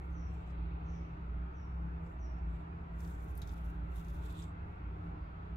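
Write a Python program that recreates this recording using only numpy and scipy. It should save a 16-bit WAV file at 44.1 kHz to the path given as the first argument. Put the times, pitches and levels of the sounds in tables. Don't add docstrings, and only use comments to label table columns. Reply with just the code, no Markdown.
import sys
import numpy as np
from scipy import signal
from scipy.fft import rfft, irfft
from scipy.io import wavfile
from scipy.ndimage import uniform_filter1d, map_coordinates

SR = 44100
rng = np.random.default_rng(int(sys.argv[2]) if len(sys.argv) > 2 else 0)


def wrap_up_sound(samples):
    columns = np.atleast_2d(samples).T
    tamed = np.clip(columns, -1, 1)
    steps = np.round(tamed * 32767).astype(np.int16)
    wavfile.write(sys.argv[1], SR, steps)


def undo_db(level):
    steps = np.asarray(level, float) / 20
    return 10 ** steps


N = 245592


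def rms_one(x):
    return x / np.sqrt(np.mean(x ** 2) + 1e-20)


def in_time(rows):
    s, *columns = np.transpose(rows)
    return [np.interp(np.arange(N) / SR, s, column) for column in columns]


def at_hz(rows, hz):
    points, *columns = np.transpose(rows)
    return [np.interp(np.log(hz + 1), np.log(points), column) for column in columns]


def coloured(x, spectrum):
    hz = np.fft.rfftfreq(N, 1 / SR)
    return rms_one(irfft(rfft(x) * undo_db(at_hz(spectrum, hz)[0]), N))


def resonate(x, hz, width_hz):
    r = np.exp(-np.pi * width_hz / SR)
    numerator = np.array([1, 0, -1]) * (1 - r * r) / 2
    return signal.lfilter(numerator, [1, -2 * r * np.cos(2 * np.pi * hz / SR), r * r], x)


def band(x, low_hz, high_hz):
    edges_hz = [low_hz, min(high_hz, SR / 2.1)]
    return signal.sosfilt(signal.butter(2, edges_hz, "band", fs=SR, output="sos"), x)


def drift(rate):
    knots = rng.standard_normal(400)
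    return map_coordinates(knots, [np.arange(N) / SR * 2 * rate + 5], order=3)


def echoes(x, t60):
    t = np.arange(SR) / SR
    tail = rng.standard_normal((2, SR)) * undo_db(-60 * t / t60)
    tail = tail / np.sqrt(np.sum(tail ** 2, axis=1, keepdims=True))
    return signal.fftconvolve(np.atleast_2d(x), tail, axes=1)[:, :N]


def patchy(x, patchy_db):
    _, _, z = signal.stft(x, nperseg=2048)
    field = rng.standard_normal(z.shape[1:])
    field = uniform_filter1d(field, size=3, axis=0)
    field = uniform_filter1d(field, size=6, axis=1)
    return signal.istft(z * undo_db(patchy_db * rms_one(field)), nperseg=2048)[1][:, :N]


# (start t/s, hold t/s, relative level/dB,
# hollow ring level/dB and thin ring level/dB, both added to the stroke's level)
STROKE_ROWS = [(0.017, 0.11, -94.5, 1.5, -1), (0.308, 0.21, -98.5, -5, 9), (1.747, .1, -105, 3, -3),
               (2.048, 0.089, -99, 1, 7), (2.492, 0.11, -100, 18, 10), (3.009, 0.1, -78, 0, -2),
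               (3.108, .1, -88.5, 4, 7.5), (3.232, 0.2, -81.5, -10, -12), (3.466, .11, -80.5, 4, -9),
               (3.63, 0.073, -83.5, -8, -20), (3.725, .15, -99, 12, -2), (3.955, 0.058, -77.5, 4, -7),
               (4.059, 0.11, -80.5, 4, -14), (4.235, 0.091, -79, 9.5, 0), (4.352, 0.045, -87, 18.5, 4),
               (4.41, 0.02, -81.5, 19, 16), (4.655, 0.12, -102, 1, -13), (4.938, 0.16, -103, 16, -14)]


def strokes():
    rise_db_per_s, fall_db_per_s = 302, 319.5
    t = np.arange(N) / SR
    s, hold, db, hollow_db, thin_db = np.transpose(STROKE_ROWS)[:, :, None]
    rise_db = rise_db_per_s * np.maximum(s - t, 0)
    fall_db = fall_db_per_s * np.maximum(t - s - hold, 0)
    gain = undo_db(db - rise_db - fall_db)
    return [np.sqrt(np.sum((gain * undo_db(part_db)) ** 2, axis=0)) for part_db in (0, hollow_db, thin_db)]


# (f/Hz, relative level/dB per Hz)
RUBBER_SPECTRUM = [(1500, -23), (3000, -13), (5000, -0.5), (6000, 6), (9000, -2), (11500, 8.5),
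                   (13500, 1.5), (15500, 5)]
# (f/Hz, width f/Hz, relative level/dB)
PALM_RING = [(3550, 460, 0)]
# (f/Hz, width f/Hz, relative level/dB)
FILM_RINGS = [(6840, 390, 2), (7580, 450, 6.5)]


def rub(rustle, hollow_gain, thin_gain):
    slips_per_s = 3000
    sizes = undo_db(2.5 * np.minimum(rng.exponential(1, (2, N)), 5)) * rng.choice([-1, 1], (2, N))
    slips = rms_one(sizes * (rng.random((2, N)) < slips_per_s / SR))
    slips = slips * undo_db(1.9 * drift(25))
    broad = coloured(slips, RUBBER_SPECTRUM) * undo_db(8.5)
    hollow = rms_one(sum(undo_db(db) * resonate(slips, hz, width) for hz, width, db in PALM_RING))
    thin = rms_one(sum(undo_db(db) * resonate(slips, hz, width) for hz, width, db in FILM_RINGS))
    return rustle * broad + hollow_gain * hollow + thin_gain * thin


def small_snaps(rustle, count):
    over_rustle_db, spread_db, t60_s = 19, 5, .012
    at, spread = rng.integers(0, N, count), rng.standard_normal((count, 3))
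    rustle_db = 20 * np.log10(rustle[at] + 1e-9)[:, None]
    parts_db = rustle_db + over_rustle_db + spread_db * spread
    return np.column_stack([at / SR, parts_db, np.full(count, t60_s)])


# (t/s, bright part level/dB, dull part level/dB, middle part level/dB, t60 t/s)
LOUD_FOLDS = [(0.476, -85, -79, -65, 0.018), (.5024, -76, -84, -60, 0.042), (2.064, -83, -74, -62, 0.027),
              (2.385, -79, -83, -64, .03), (3.0045, -67, -62, -49.5, .03), (3.049, -64, -42, -48.5, 0.011),
              (3.077, -59.5, -53, -54, 0.017), (3.2036, -60, -62, -60, .015), (3.242, -58, -70, -72, .03),
              (3.3103, -57, -68, -66, .02), (3.3528, -52, -64, -67, 0.025), (3.3725, -51, -66, -59, 0.027),
              (3.377, -39.5, -60, -53, 0.018), (3.418, -41, -28, -40, 0.008),
              (3.4205, -60.5, -35.5, -46.5, 0.088), (3.475, -70, -62, -49.5, 0.037),
              (3.492, -64, -45, -51, 0.058), (3.609, -64, -70, -70, .015), (3.6432, -58, -68, -66, .02),
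              (3.959, -52, -52, -68, 0.048), (4.0474, -68, -62, -51, 0.013),
              (4.0836, -55, -66, -51.5, .015), (4.144, -58, -95, -64, 0.024), (4.424, -62, -52, -48, 0.034),
              (4.441, -63, -51, -52.5, 0.018)]
# (low f/Hz, high f/Hz)
FOLD_BANDS = [(8300, 13000), (3470, 4000), (4430, 7600)]


def snaps(rustle):
    folds = np.vstack([LOUD_FOLDS, small_snaps(rustle, count=140)])
    t, parts = np.arange(SR // 10) / SR, np.zeros((3, N + SR))
    puffs = rng.standard_normal((len(folds), len(t)))
    puffs[:, 0] = 5.0
    for puff, (s, *parts_db, t60) in zip(puffs, folds):
        at = round(s * SR)
        fading_db = np.array(parts_db)[:, None] - 60 * t / max(t60, .004)
        parts[:, at:at + len(t)] += puff * undo_db(fading_db)
    return sum(band(part[:N], *edges) for part, edges in zip(parts, FOLD_BANDS))


# (multiple of the turn rate, rms level/dB around which each flutters)
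MOTOR_TONES = [(4, -62.5), (7, -73), (9, -67.5), (11, -79)]
# (t/s, rms level/dB around which it flutters)
MOTOR_FIFTH_LEVEL = [(0.0, -54.5), (0.08, -52), (1.46, -50.5), (1.5, -59.5), (1.88, -46.5), (2.26, -62),
                     (2.43, -52), (3.13, -52), (3.16, -61), (4.03, -51), (4.17, -59), (4.65, -50.5),
                     (4.78, -64), (5.07, -51), (5.29, -56.5), (5.57, -52)]


def motor():
    turn_hz = 33.51 * (1 + 0.0019 * drift(0.96))
    turns = 2 * np.pi * np.cumsum(turn_hz) / SR
    tones = undo_db(in_time(MOTOR_FIFTH_LEVEL)[0] + 2.5 * drift(5)) * np.sin(5 * turns)
    for k, level_db in MOTOR_TONES:
        phase = rng.uniform(0, 2 * np.pi)
        tones = tones + undo_db(level_db + 4.1 * drift(3)) * np.sin(k * turns + phase)
    return np.sqrt(2) * tones


def late_hum():
    start_s, end_s, fade_s, hz, rms_db = 4.3, 5.4, 0.13, 90, -51
    t = np.arange(N) / SR
    gate = np.clip(np.minimum(t - start_s, end_s - t) / fade_s + .5, 0, 1)
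    return np.sqrt(2) * gate * undo_db(rms_db + 1.6 * drift(3)) * np.sin(2 * np.pi * hz * t)


# (t/s, pitch f/Hz, rms level/dB)
BOOM_PATH = [(0.0, 64.94, -46.5), (0.26, 65.15, -38.5), (0.42, 65.42, -46.5), (0.62, 59.32, -39.5),
             (0.94, 62.02, -45.5), (1.16, 59.02, -47), (1.43, 60.13, -39.5), (1.58, 66.9, -50),
             (1.78, 62.4, -38), (2.11, 63.1, -52), (2.17, 60.27, -45.5), (2.5, 60.36, -38),
             (2.76, 56.94, -62), (2.99, 60.03, -43.5), (3.24, 58.84, -44), (4.33, 58.4, -43.5),
             (4.36, 57.4, -55), (4.65, 63.53, -48), (4.76, 58.55, -59), (4.87, 59.37, -44),
             (5.41, 58.42, -50.5), (5.57, 62.35, -44)]


def boom():
    waver_db, waver_hz, wavers_per_s = 1.5, 0.76, 5.0
    hz, level_db = in_time(BOOM_PATH)
    hz = hz + waver_hz * drift(wavers_per_s)
    gain = undo_db(level_db + waver_db * drift(wavers_per_s))
    return np.sqrt(2) * gain * np.sin(2 * np.pi * np.cumsum(hz) / SR)


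# (f/Hz, width f/Hz, rms level/dB ahead of the port balance)
RUMBLE_RESONANCES = [(26.3, 47, -59.5), (51.9, 4.5, -54), (72.76, 11, -51), (88, 24, -56), (99.3, 28, -61),
                     (126.5, 10, -61.5), (165, 33, -57.5), (197.7, 28, -64.5), (237.4, 18, -74.5),
                     (278.5, 33, -67), (311.2, 23, -65.5)]


def rumble():
    hz = np.fft.rfftfreq(N, 1 / SR)
    power = 0
    for centre_hz, width_hz, level_db in RUMBLE_RESONANCES:
        shape = 1 / (1 + (2 * (hz - centre_hz) / width_hz) ** 2) ** 2
        power = power + undo_db(level_db) ** 2 * shape / np.mean(shape)
    return irfft(rfft(rng.standard_normal((3, N))) * np.sqrt(power), N)


# (f/Hz, relative level/dB per Hz)
HUSH_SPECTRUM = [(200, -33.5), (340, -8.5), (400, -6.5), (520, -14), (616, -10), (900, -8), (1080, -11.5),
                 (1360, -8.5), (1610, -18), (2140, -21), (2610, -24.5), (3000, -34), (3700, -38.5),
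                 (4720, -44.5), (5290, -48.5), (7800, -54.5), (9000, -75.5), (16000, -78)]
# (t/s, level/dB)
HUSH_UPPER_SWELL = [(0, 2), (.5, 6), (1.8, 0.5), (3, 2), (3.6, 3.5), (4.2, 2), (4.7, 2.5), (5.57, 3.5)]


def hush():
    air = coloured(patchy(rng.standard_normal((3, N)), patchy_db=2.0), HUSH_SPECTRUM)
    air = air / np.std(band(air[0], 400, 16000)) * undo_db(-55.5)
    return air + band(air, 2500, 5000) * (undo_db(in_time(HUSH_UPPER_SWELL)[0]) - 1)


# (t/s, level/dB ahead of envelope and echoes, start f/Hz, end f/Hz, length t/s, hoarseness 0-1)
CHIRP_ROWS = [(0.106, -68, 6430, 5570, 0.18, 0.27), (0.822, -70.5, 6320, 5600, 0.21, 0.76),
              (1.523, -73, 6330, 5450, .14, 0.3), (2.179, -67, 6300, 5430, 0.12, 0.23),
              (5.12, -83, 4860, 4580, 0.21, 0.67)]


def bird():
    trill_hz, warble_hz, yard_t60_s = 62, 120, .5
    out, t = np.zeros(N), np.arange(N) / SR
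    trill = 2 * np.pi * trill_hz * t
    rasp = rms_one(band(rng.standard_normal(N), 40, 420))
    for s, db, start_hz, end_hz, length, hoarse in CHIRP_ROWS:
        u = np.clip((t - s) / length, 0, 1)
        hz = end_hz + (start_hz - end_hz) * (1 - u) ** 2.0 + warble_hz * np.cos(trill)
        voice = (1 - hoarse) * (1 + 0.37 * np.sin(trill)) + hoarse * rasp
        envelope = undo_db(db) * np.sin(np.pi * u ** 1.1)
        out += envelope * voice * np.sin(2 * np.pi * np.cumsum(hz) / SR)
    return echoes(out, yard_t60_s) + .6 * out


# (f/Hz, likeness 0-1, left lead/rad, left minus right level/dB)
PORT_FIELD = [(49.7, 0.98, 0, -1.8), (178, 0.99, 0.08, 1.5), (327, 0.78, 0.67, -1), (418, 0.52, 1.37, -4),
              (660, 0.48, 3.5, -2), (1180, 0.73, 2.5, -0.1), (1510, 0.6, 4, 0), (2160, .05, 3, 0.5),
              (2780, 0.1, 4, 1), (16000, 0.24, 2, -4)]


def ports(shared, own):
    alike, lead, balance_db = at_hz(PORT_FIELD, np.fft.rfftfreq(N, 1 / SR))
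    alike, side = np.clip(alike, 0, 1), np.array([[1], [-1]])
    common = np.sqrt(alike) * rfft(shared) * np.exp(.5j * lead * side)
    field = common + np.sqrt(1 - alike) * rfft(own)
    return irfft(field * undo_db(balance_db * side / 2), N)


def scene():
    far = hush() + rumble()
    drone_db = np.array([[-.2], [.2]]) + .5 * drift(3.7) * np.array([[1], [-1]])
    field = ports(far[0], far[1:]) + late_hum() + (motor() + boom()) * undo_db(drone_db)
    gains = strokes()
    snap = snaps(gains[0])
    bin_echo = undo_db(-11) * echoes(snap, t60=.06)
    hands = rub(*gains) + snap * [[.8], [.1]] + bin_echo
    return field + hands * undo_db(np.array([[-1.8], [1.8]])) + bird()


def roll_off(x):
    return signal.sosfilt(signal.butter(12, 15710, fs=SR, output="sos"), x)


def record(dry):
    hiss_db, top_hz = -92, 16100
    heard = dry + undo_db(hiss_db) * rng.standard_normal(dry.shape)
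    mix = signal.sosfilt(signal.cheby2(14, 40, top_hz, fs=SR, output="sos"), heard)
    return roll_off(mix)


dry = scene()
out = record(dry)
wrap_up_sound(out)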